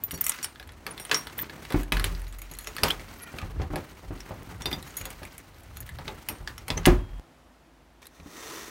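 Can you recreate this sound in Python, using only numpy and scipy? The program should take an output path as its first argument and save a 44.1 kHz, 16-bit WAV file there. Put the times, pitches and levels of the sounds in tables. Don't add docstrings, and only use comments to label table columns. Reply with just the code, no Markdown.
import sys
import numpy as np
from scipy import signal
from scipy.fft import rfft, irfft, next_fast_len
from scipy.io import wavfile
from scipy.ndimage import uniform_filter1d

SR = 44100
rng = np.random.default_rng(int(sys.argv[2]) if len(sys.argv) > 2 else 0)


def gain_from_decibels(decibels):
    exponent = np.asarray(decibels, float) / 20
    return 10 ** exponent


def dump(signal):
    limited = np.clip(np.atleast_2d(signal).T, -1, 1)
    pcm = np.round(limited * 32767).astype(np.int16)
    wavfile.write(sys.argv[1], SR, pcm)


N = 383669

# start in seconds,
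# nominal level in dB, wood below 1.2 kHz and fizz at the top, both in dB relative to the click,
# pitch of the part that is hit in Hz.
CLICK_EVENTS = [(0.0386, -33.5, -49, 7, 14000), (0.1087, -21, -29, -25, 9200), (0.176, -33, -23, -1, 15000),
                (0.2113, -26.5, -34, 11.5, 14700), (0.242, -29, -29, 17, 15300),
                (0.2648, -15.5, -26, 9, 14000), (0.2939, -13, -27, 8, 9400), (0.3185, -21.5, -25, -5, 5500),
                (0.387, -27.5, -12, -29, 1590), (0.4281, -26, -31, -9, 7140), (0.4435, -17, -18, 7.5, 5400),
                (0.558, -37, -13, -11, 1660), (0.5973, -26, -9, -6, 1630), (0.6265, -33.5, -21, 0, 1640),
                (0.6736, -39, -20, 6, 1640), (0.6903, -30.5, -17, -31, 1690), (0.7193, -38, -11, 3, 1720),
                (0.8651, -16, -10.5, -1.5, 1630), (0.978, -25, -16, 0, 3460),
                (0.9983, -25.5, -8, -18, 8900), (1.0504, -26.5, -25, -35, 9100),
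                (1.0953, -24, -4, -2, 2580), (1.1133, 0, -16.5, -27, 1650), (1.1445, -7, -36, -30, 5200),
                (1.27, -22.5, -34, -1, 1530), (1.297, -31, -26, -20, 1550), (1.3893, -20.5, -36, -1, 1740),
                (1.4137, -46, -35, -22, 13900), (1.4426, -31.5, -28, -20, 1590),
                (1.496, -28, -18, -14, 1730), (1.6505, -27.5, -29, -3, 2300), (1.704, -22, 0.5, -2, 1530),
                (1.7225, -17, -10, -1, 1580), (1.8316, -29.5, -21, 6, 1710), (1.921, -5, -14, -3.5, 2370),
                (1.9685, -14.5, -19, -4, 1700), (1.9962, -14.5, -14, 0, 1650), (2.0418, -7, -18, 3, 1700),
                (2.149, -29, -17, -17, 3900), (2.2174, -36, -5, 7, 1800), (2.2675, -36, -26, -12, 3840),
                (2.3253, -37, -21, -12, 7900), (2.387, -36, -38, -1, 11400), (2.4174, -30.5, -45, 7, 2500),
                (2.5128, -39, -2.5, -14, 11400), (2.5368, -35, -20, 6, 6860), (2.5496, -34.5, -26, 7, 3940),
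                (2.587, -29, -37, 5, 11300), (2.6095, -40, -32, -2, 11300), (2.6437, -32, -31, -1, 6700),
                (2.6713, -18.5, -12.5, -5, 5550), (2.7496, -45, -11, -10, 6800),
                (2.7653, -22, -18, -1, 1560), (2.7826, -17.5, -12.5, -10, 1840),
                (2.834, 1.5, -10, -1.5, 4650), (2.8826, -17, -29, -4, 2930), (2.9049, -14, -12.5, 0, 3100),
                (2.9951, -28, -9, -11, 2230), (3.3852, -21.5, -12, -8, 2330), (3.4154, -30, -26, -29, 2480),
                (3.6172, -26, 0, -12, 1770), (3.7576, -17, -6.5, -0.5, 1560), (4.2033, -27, -24, -13, 5360),
                (4.6195, -26.5, -6, -14, 7000), (4.6569, -13, -9.5, -2.5, 3480),
                (4.7139, -19.5, -6.5, -10, 2160), (4.7283, -23, -6.5, 0, 3480), (4.826, -34, -24, 6, 3900),
                (4.9057, -41, -24, -9, 6600), (4.9701, -29.5, -47, 11, 14600), (5.012, -26, -24, 4, 2370),
                (5.0539, -19.5, -10, 3.5, 1580), (5.1033, -32, -5, 12, 2300), (5.231, -28, -11, -1, 1680),
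                (5.251, -33.5, -16, 6.5, 2320), (5.3797, -35.5, -32, 14.5, 2340),
                (5.6334, -43, -22, 8, 1580), (5.77, -29.5, -30, -18, 11300), (5.8038, -36, -30, 8, 11200),
                (5.8636, -40, -23, 5, 14000), (5.8905, -31, -32, 4.5, 1770), (5.9863, -27, -1, -4, 1670),
                (6.0791, -20, -6, -23, 2730), (6.2868, -16, -13, -36, 2570), (6.4747, -16, -32, -30, 1730),
                (6.5793, -27, -37, 1, 5660), (6.6811, -19, -6, 6, 1540), (6.7027, -12.5, -25, -36, 3710),
                (6.7755, -18.5, -11, -29, 5850), (6.832, -34, -16, -20, 1580),
                (6.8434, -33, -15, -22, 2750), (6.8547, -2.5, -26, -35, 2820), (6.8601, -6, -7, 8.5, 1706),
                (8.0275, -39.5, -31, -2, 2200), (8.0552, -37, -19, 1, 3620),
                (8.0681, -36.5, -25, 10.5, 4030), (8.1998, -42, -17, -24, 2410)]
# start in seconds,
# nominal level in dB, brightness in dB per octave.
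THUMP_EVENTS = [(0.131, -24.5, 4), (1.108, -32, 6.5), (1.264, -36, 4), (1.743, -8, 2), (1.92, -17, 4.5),
                (2.11, -30, 0), (2.511, -34, 5), (2.829, -20, 0.5), (3.34, -25.5, 8), (3.426, -24.5, -13),
                (3.558, -29.5, -2), (3.597, -19, -13.5), (3.702, -25, -3), (3.735, -17.5, 5),
                (3.758, -21.5, 4), (3.911, -41, -6), (4.031, -30, 19), (4.106, -23, -6),
                (4.307, -21.5, 16.5), (4.406, -33, -9), (4.524, -37.5, -9.5), (4.656, -24.5, 7),
                (4.728, -24, 2), (5.008, -32, -11), (5.217, -27, 6), (5.776, -44.5, 1), (5.906, -40, -16),
                (5.99, -37.5, -1), (6.073, -27, 7.5), (6.301, -25, 7.5), (6.404, -34.5, -14),
                (6.703, -16, 4.5), (6.769, -21.5, -9.5), (6.871, 3.5, 5.5), (8.197, -37.5, -1),
                (8.222, -40, -7), (8.26, -31.5, 2.5)]
# pitch in Hz, level in dB, time to fall by 60 dB
# in seconds before each blow's own factor.
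DOOR_MODES = [(77.7, 7, 0.17), (111, -17, 0.15), (171.4, -5, 0.58), (279, 6, 0.21), (364.7, -4, 0.42),
              (618, -3, 0.11), (970, 4, 0.023)]
# pitch in Hz, level in dB, time to fall by 60 dB
# in seconds before each blow's own factor.
KEY_MODES = [
    [(4474, -25, .15), (5728, -12, .12), (6900, -14, .1), (7903, -15, .15), (9938, -5, .12),
     (11500, -8, .1), (13950, 0, .09), (14920, -8, .12)],
    [(5609, 0, .2), (7101, -14, .07), (8863, -15, .45), (8967, -10, .18)],
    [(9620, -3, .12), (10820, -2, .09), (11620, -4, .12), (12150, -4, .1), (12440, -6, .25),
     (12770, -2, .1), (13040, -5, .15), (15400, -2, .1)],
    [(3640, 0, .13), (4813, -4, .15), (5700, -10, .17), (9100, -14, .1), (12440, -14, .12),
     (12760, -9, .11)],
    [(4215, -14, .1), (6090, -14, .12), (6745, -6, .13), (9015, -18, .1), (10195, -6, .1), (11330, 0, .09),
     (14570, -4, .15)],
]
# start in seconds, key a to e, level in dB before the flutter,
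# brightness in dB per octave, factor on the ring time.
KEY_BLOWS = [(.0368, "a", -18, 22, .83), (.1136, "a", -29, -4.5, .8), (.1396, "a", -23, -10.5, .68),
             (.2099, "a", -12.5, 27, .37), (.2409, "b", -26, 6, .39), (.2409, "c", -15, -7, .7),
             (.2648, "a", -39, 4, .8), (.2824, "a", -18.5, -6, .4), (.4289, "a", -22, -14.5, .5),
             (.4344, "b", -26, 16, .43), (.9974, "b", -34.5, 15.5, .84), (.9986, "c", -32, -3, .9),
             (1.1443, "b", -18, -8.5, .89), (1.1697, "c", -24.5, 0, .72), (2.2807, "e", -39.5, -1, .7),
             (2.3855, "e", -37, 3, .38), (2.4179, "e", -31, 3, .3), (2.5137, "e", -36.5, -7, .45),
             (2.588, "e", -32.5, -19, .26), (2.6115, "e", -34.5, -6, .9), (2.6713, "e", -31, -5.5, .76),
             (4.6199, "b", -36, -3, .34), (4.708, "e", -38, 14, 1.5), (4.6568, "d", -23, -3, .75),
             (4.7287, "d", -24, -8, .65), (4.8733, "e", -40.5, -2, .76), (4.9686, "e", -24, 3, .99),
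             (5.012, "e", -25, -5, 0.27), (5.0539, "e", -29, 0, 0.43), (5.7698, "e", -31.5, -13.5, .31),
             (5.8042, "e", -31, 10, .42), (6.2871, "b", -32, 17, .69), (6.2871, "c", -12.5, 4, 0.42),
             (6.2876, "d", -39, 37, 1.), (6.4747, "d", -56, -7.5, 1.)]
# start in seconds, length in seconds, first pitch in Hz, last pitch in Hz,
# width of each of two resonances in Hz, level in dB.
METAL_SQUEAKS = [(.9, .03, 9500, 9800, 80, -42), (1.378, .016, 14500, 14000, 900, -32),
                 (1.395, .012, 14200, 14000, 700, -30), (1.41, .02, 14200, 14000, 800, -29),
                 (2.882, .012, 11800, 12100, 300, -36), (2.9, .017, 2700, 3500, 200, -22),
                 (3.17, .05, 12600, 11500, 90, -56), (3.215, .035, 11600, 10900, 90, -46),
                 (3.21, .035, 9800, 9550, 90, -52), (3.18, .15, 1400, 1350, 90, -55),
                 (3.18, .15, 1950, 1860, 80, -53), (3.18, .16, 2420, 2370, 90, -55),
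                 (3.37, .07, 1250, 1230, 70, -48), (6.77, .014, 6000, 6300, 300, -33),
                 (6.9, .45, 3250, 3250, 1.5, -65)]
# time in seconds, rumble in dB, rub in dB, scrape in dB.
HANDLING_CURVE = [(0.0, -51, -55.5, -63), (0.34, -62, -57, -43.5), (0.68, -51, -70.5, -72),
                  (0.92, -57, -47, -56), (1.04, -59, -56.5, -53.5), (1.58, -53, -46, -53),
                  (1.78, -52, -57, -45.5), (1.92, -54, -57, -67), (2.06, -36, -49, -46),
                  (2.26, -47, -61, -57), (2.54, -63.5, -69.5, -57.5), (2.84, -48, -47.5, -47),
                  (3.04, -49.5, -54.5, -53.5), (3.4, -63, -50, -53), (3.6, -32, -55, -62),
                  (3.8, -66, -56, -56), (4.1, -50, -60, -59), (4.24, -58.5, -52, -56),
                  (4.69, -42, -50, -54.5), (5.04, -56.5, -56.5, -50.5), (5.51, -54.5, -62, -62.5),
                  (5.95, -40, -64, -57.5), (6.21, -54, -53.5, -53.5), (6.57, -49.5, -58, -63),
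                  (6.73, -45, -58, -60), (6.87, -40, -48, -63), (7.03, -37.5, -56.5, -68.5),
                  (7.19, -50, -59, -66.5)]
# frequency in Hz, relative level in dB per Hz.
RUB_COLOUR = [(70, -36), (130, 2.5), (340, -1.5), (650, -8), (1000, -6.5), (2200, -15.5), (5000, -31),
              (16000, -56)]
# frequency in Hz, relative level in dB per Hz.
SCRAPE_COLOUR = [(590, -29.5), (1000, 0), (1420, -5.5), (1910, -4.5), (3300, -10.5), (5830, -13.5),
                 (10700, -18.5), (14400, -20.5), (16000, -16)]
# pitch in Hz, width in Hz, relative level in dB.
DRAG_RESONANCES = [(360, 206, 9.5), (1270, 65, 0.5), (1850, 69, 5), (3620, 120, -1.5), (4200, 96, -6.5),
                   (5920, 830, -2.5), (11300, 35, -22), (14000, 43, -17.5), (15000, 160, -34)]
# time in seconds, level in dB.
DRAG_CURVE = [(8.018, -55.5), (8.101, -71), (8.16, -61.5), (8.22, -64.5), (8.3, -54.5), (8.38, -47.5),
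              (8.53, -43.5), (8.62, -45.5), (8.7, -48.5)]
# frequency in Hz, relative level in dB per Hz.
AIR_COLOUR = [(41, -46), (70, -1), (115, -21.5), (135, -8), (204, -13.5), (256, -5.5), (300, -12.5),
              (336, -6), (368, -15.5), (664, -12.5), (16000, -41.5)]
# frequency in Hz, time to fall by 60 dB in seconds.
HALL_DECAY = [(200, 0.29), (1000, 0.21), (4000, 0.1), (12000, 0.049)]
GRAIN_BANDS_HZ = [1300, 1900, 2700, 3900, 5600, 8000, 11500, 14500]
# start in seconds, nominal level in dB,
# time to fall by 60 dB in seconds.
DOOR_BOOMS = [(1.744, -21, 0.6), (1.923, -18.5, 1.06), (2.108, -38, 3.6), (2.84, -37, 0.65),
              (3.43, -36, 0.6), (3.518, -29, 0.3), (3.702, -25, 0.23), (4.063, -31, 0.55),
              (5.011, -41, 0.98), (6.401, -37, 0.53), (6.707, -26, 0.72), (6.872, -10.5, 0.4),
              (7.088, -28.5, 1.7)]

JUMP_S = 7.197
BOOM_HZ = 43.47
AIR_DB, HUM_HZ, HUM_DB = -60, 53, -62
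CLICK_T60_S, CLICK_T60_DB_PER_DB = 0.021, -0.0275
PART_WIDTH = 0.085
PART_DB, PART_DB_PER_DB = -21, 0.86
THUMP_RING, THUMP_RING_DB_PER_DB = 0.42, -0.12
TOUCHES_PER_S, TOUCH_SPREAD_DB = 4.7, 4.5
TOUCH_RING, TOUCH_T60_S, TOUCH_DB = 0.12, 0.0055, -4
RUMBLE_BY_THUMP_DB, RUB_BY_THUMP_DB, RUB_BY_WOOD_DB, SCRAPE_BY_CLICK_DB = -19, -27, -23.5, -28.5
SHAKE_RISE_S, SHAKE_T60_S = 0.002, 0.29
RUB_GRAIN_SPREAD_DB, SCRAPE_SMOOTH = 3, 1.8
EDGE_HZ, CEILING = 15900, 0.75


def keys():
    rings, touches = np.zeros((2, N))
    t = np.arange(SR // 50) / SR
    for (s, key, db, tilt_db, stretch), luck in zip(KEY_BLOWS, rng.standard_normal((len(KEY_BLOWS), 12))):
        modes = KEY_MODES["abcde".index(key)]
        add(rings, s, gain_from_decibels(db) * ring(modes, luck, 1.2, np.clip(stretch, 0.15, 2), tilt_db))
    for modes in 4 * KEY_MODES:
        hits = rng.random(N) < TOUCHES_PER_S / 4 / SR
        sizes = gain_from_decibels(TOUCH_SPREAD_DB * np.minimum(rng.exponential(1, N), 4)) * hits
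        tick = np.diff(rng.standard_normal(len(t) + 1)) * gain_from_decibels(-60 * t / TOUCH_T60_S)
        add(tick, 0, gain_from_decibels(-8.5) * ring(modes, rng.standard_normal(12), 8.4, TOUCH_RING, detune=0.045))
        touches += signal.oaconvolve(sizes, tick)[:N]
    rings *= gain_from_decibels(2.5 * slow_wander(300))
    return rings + gain_from_decibels(TOUCH_DB) * handled(column=2) * touches


def clicks():
    wood, body, fizz, part = np.zeros((4, N))
    t = np.arange(SR // 10) / SR
    draws = rng.standard_normal((len(CLICK_EVENTS), 2, len(t)))
    for (s, db, wood_db, fizz_db, hz), draw in zip(CLICK_EVENTS, draws):
        t60 = CLICK_T60_S * gain_from_decibels(CLICK_T60_DB_PER_DB * (db + 23.5))
        rattle = gain_from_decibels(4.11 * unit_rms(uniform_filter1d(draw[1], 50)))
        noise = draw[0] * (1 - np.exp(-t / 0.0012))
        burst = noise * (0.86 * gain_from_decibels(-60 * t / 0.009) + rattle * gain_from_decibels(-60 * t / t60))
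        burst[30] += 4
        add(wood, s, gain_from_decibels(db + wood_db - 11) * noise * gain_from_decibels(-60 * t / (5.6 * t60)))
        add(body, s, gain_from_decibels(db - 11) * burst)
        add(fizz, s, gain_from_decibels(db + fizz_db - 15) * burst)
        broad = resonate(resonate(burst, hz, 0.8 * hz), hz, 0.8 * hz)
        narrow = resonate(burst, hz, PART_WIDTH * hz)
        add(part, s, gain_from_decibels(db - 23) * broad + gain_from_decibels(PART_DB + PART_DB_PER_DB * (db + 25.5)) * narrow)
    return band(wood, 300, 1200) + band(body, 950, 4500) + band(fizz, 5900, 13000) + part


def thumps():
    panel, puffs = np.zeros((2, N))
    t = np.arange(SR // 3) / SR
    push = signal.windows.hann(70)
    push /= push.sum()
    for (s, db, tilt_db), luck in zip(THUMP_EVENTS, rng.standard_normal((len(THUMP_EVENTS), 8))):
        stretch = THUMP_RING * gain_from_decibels(THUMP_RING_DB_PER_DB * (db + 27.5))
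        blow = ring(DOOR_MODES, luck, 4.2, stretch, tilt_db, detune=0.036)
        add(panel, s, gain_from_decibels(db) * np.convolve(blow, push))
        add(puffs, s, gain_from_decibels(db - 13.5 - 60 * t / (0.18 * stretch)) * (1 - np.exp(-t / 0.0011)))
    return panel + band(puffs * rng.standard_normal(N), 47, 900)


def booms():
    out, t = np.zeros(N), np.arange(SR) / SR
    turn = 2 * np.pi * BOOM_HZ * t
    swing = np.sin(turn) + 0.12 * np.sin(2 * turn)
    for s, db, t60 in DOOR_BOOMS:
        add(out, s, gain_from_decibels(db - 60 * t / t60) * (1 - np.exp(-t / 0.006)) * swing)
    return out


def squeaks():
    out = np.zeros(N)
    for s, length, first_hz, last_hz, width, db in METAL_SQUEAKS:
        size = round(length * SR)
        hz = np.r_[np.full(SR // 2, first_hz), np.linspace(first_hz, last_hz, size)]
        noise = rng.standard_normal(SR)[:len(hz)]
        whistle = resonate(resonate(noise, hz, width), hz, width)[-size:]
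        add(out, s, gain_from_decibels(db) * unit_rms(whistle) * signal.windows.tukey(size, 0.6))
    return out


def handling():
    click_s, click_db, wood_db = np.transpose(CLICK_EVENTS)[:3]
    thump_s, thump_db = np.transpose(THUMP_EVENTS)[:2]
    thumped = shaken(thump_s, thump_db)
    clicked = shaken(click_s, click_db)
    knocked = shaken(click_s, click_db + wood_db)
    clumps = gain_from_decibels(3.05 * slow_wander(500))
    rumble = unit_rms(band(band(rng.standard_normal(N), 38, 110), 28, 160))
    rub = coloured(gritty(200, RUB_GRAIN_SPREAD_DB, 2.05), RUB_COLOUR)
    grains = np.zeros(N)
    for hz in GRAIN_BANDS_HZ:
        grains += band(gritty(39, 2.8, SCRAPE_SMOOTH), 0.94 * hz, 1.265 * hz) * np.sqrt(hz)
    rumble *= handled(column=0) + gain_from_decibels(RUMBLE_BY_THUMP_DB) * thumped
    rub *= clumps * handled(column=1) + gain_from_decibels(RUB_BY_THUMP_DB) * thumped + gain_from_decibels(RUB_BY_WOOD_DB) * knocked
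    scrape = coloured(grains, SCRAPE_COLOUR) * clumps * handled(column=2)
    jolted = coloured(rng.standard_normal(N), SCRAPE_COLOUR) * gain_from_decibels(SCRAPE_BY_CLICK_DB) * clicked
    return rumble + rub + scrape + jolted


def drag():
    s, db = np.transpose(DRAG_CURVE)
    grit = gritty(900, 1.3, 1)[:SR]
    resonant = sum(gain_from_decibels(level_db) * resonate(grit, hz, width) for hz, width, level_db in DRAG_RESONANCES)
    sound = unit_rms(resonant) + 0.9 * coloured(grit, SCRAPE_COLOUR)
    level = gain_from_decibels(np.interp(s[0] + np.arange(len(grit)) / SR, s, db))
    out = np.zeros(N)
    add(out, s[0], level * sound)
    return out


def hall(x):
    taps = np.zeros(SR // 2)
    at = np.arange(100, len(taps) - 20, 20)
    taps[at + rng.integers(0, 20, len(at))] = rng.choice([-1.0, 1.0], len(at))
    hz, t, z = signal.stft(taps, SR, nperseg=256)
    fade = gain_from_decibels(-60 * t / read(HALL_DECAY, hz)[:, None])
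    tail = signal.istft(z * fade, SR, nperseg=256)[1]
    return signal.oaconvolve(x, tail / np.linalg.norm(tail))[:N]


def air():
    hum = unit_rms(resonate(rng.standard_normal(N), HUM_HZ, 1.7))
    settle_db = 4.2 * np.exp(-np.maximum(np.arange(N) / SR - JUMP_S, 0) / 0.55)
    hiss = coloured(rng.standard_normal(N), AIR_COLOUR)
    return gain_from_decibels(AIR_DB + settle_db) * hiss + gain_from_decibels(HUM_DB) * hum


def handled(column):
    s, *columns = np.transpose(HANDLING_CURVE)
    return gain_from_decibels(np.interp(np.arange(N) / SR, s, columns[column], right=-120))


def shaken(times, levels_db):
    power, t = np.zeros(N), np.arange(SR // 2) / SR
    for s, db in zip(times, levels_db):
        jolt = gain_from_decibels(db - 60 * t / SHAKE_T60_S) * (1 - np.exp(-t / SHAKE_RISE_S))
        add(power, s, jolt ** 2)
    return np.sqrt(power)


def ring(modes, luck, spread_db, stretch, tilt_db=0, detune=0):
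    hz, db, t60 = np.transpose(modes)[:, :, None]
    t = np.arange(round(SR * min(0.5, stretch * t60.max()))) / SR
    luck = luck[:len(modes), None]
    db = db + spread_db * luck + tilt_db * np.log2(hz / hz.mean())
    tones = np.sin(2 * np.pi * hz * (1 + detune * luck[::-1]) * t)
    sound = (gain_from_decibels(db - 60 * t / (t60 * stretch)) * tones).sum(0)
    return sound / abs(sound).max()


def resonate(x, hz, width):
    turn = np.exp(2j * np.pi * np.cumsum(hz * np.ones(len(x))) / SR)
    r = np.exp(-np.pi * width / SR)
    return 2 * (turn * signal.lfilter([1 - r], [1, -r], x / turn)).real


def gritty(per_s, spread_db, smooth):
    sizes = gain_from_decibels(spread_db * np.minimum(rng.exponential(1, N), 4))
    grains = sizes * (rng.random(N) < per_s / SR) * rng.choice([-1, 1], N)
    return unit_rms(grains) + smooth * rng.standard_normal(N)


def slow_wander(size):
    return unit_rms(uniform_filter1d(uniform_filter1d(rng.standard_normal(N), size), size))


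def band(x, lo_hz, hi_hz):
    sos = signal.butter(2, [lo_hz, hi_hz], "bandpass", fs=SR, output="sos")
    return signal.sosfilt(sos, x) * np.sqrt(SR / 2 / (hi_hz - lo_hz))


def coloured(x, points):
    size = next_fast_len(len(x))
    gain = gain_from_decibels(read(points, np.fft.rfftfreq(size, 1 / SR)))
    return unit_rms(irfft(rfft(x, size) * gain, size)[:len(x)])


def read(points, hz):
    f, value = np.transpose(points)
    return np.interp(np.log(hz + 1), np.log(f + 1), value)


def unit_rms(x):
    return x / np.sqrt(np.mean(x ** 2) + 1e-20)


def add(mix, s, sound):
    part = mix[max(round(s * SR), 0):][:len(sound)]
    part += sound[:len(part)]


def scene():
    blows = keys() + clicks() + thumps()
    at_door = np.arange(N) < JUMP_S * SR
    at_desk = np.arange(N) > (JUMP_S + 0.6) * SR
    door, desk = blows * at_door, blows * at_desk
    door = (door + gain_from_decibels(-8) * hall(door) + booms() + squeaks() + handling()) * at_door
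    desk = desk + gain_from_decibels(-16) * hall(desk)
    return (door + desk + drag() + air())[None]


def band_limit(x):
    return signal.sosfilt(signal.butter(12, 16970, fs=SR, output="sos"), x)


def record(dry):
    low_cut = signal.butter(3, 35, "highpass", fs=SR, output="sos")
    x = signal.sosfilt(low_cut, dry)
    x = x / (1 + (abs(x) / CEILING) ** 4) ** (1 / 4)
    treble_limit = signal.firwin(255, EDGE_HZ, window=("kaiser", 6), fs=SR)
    mix = signal.oaconvolve(x, treble_limit[None], "same")
    return band_limit(mix)


dry = scene()
out = record(dry)
dump(out)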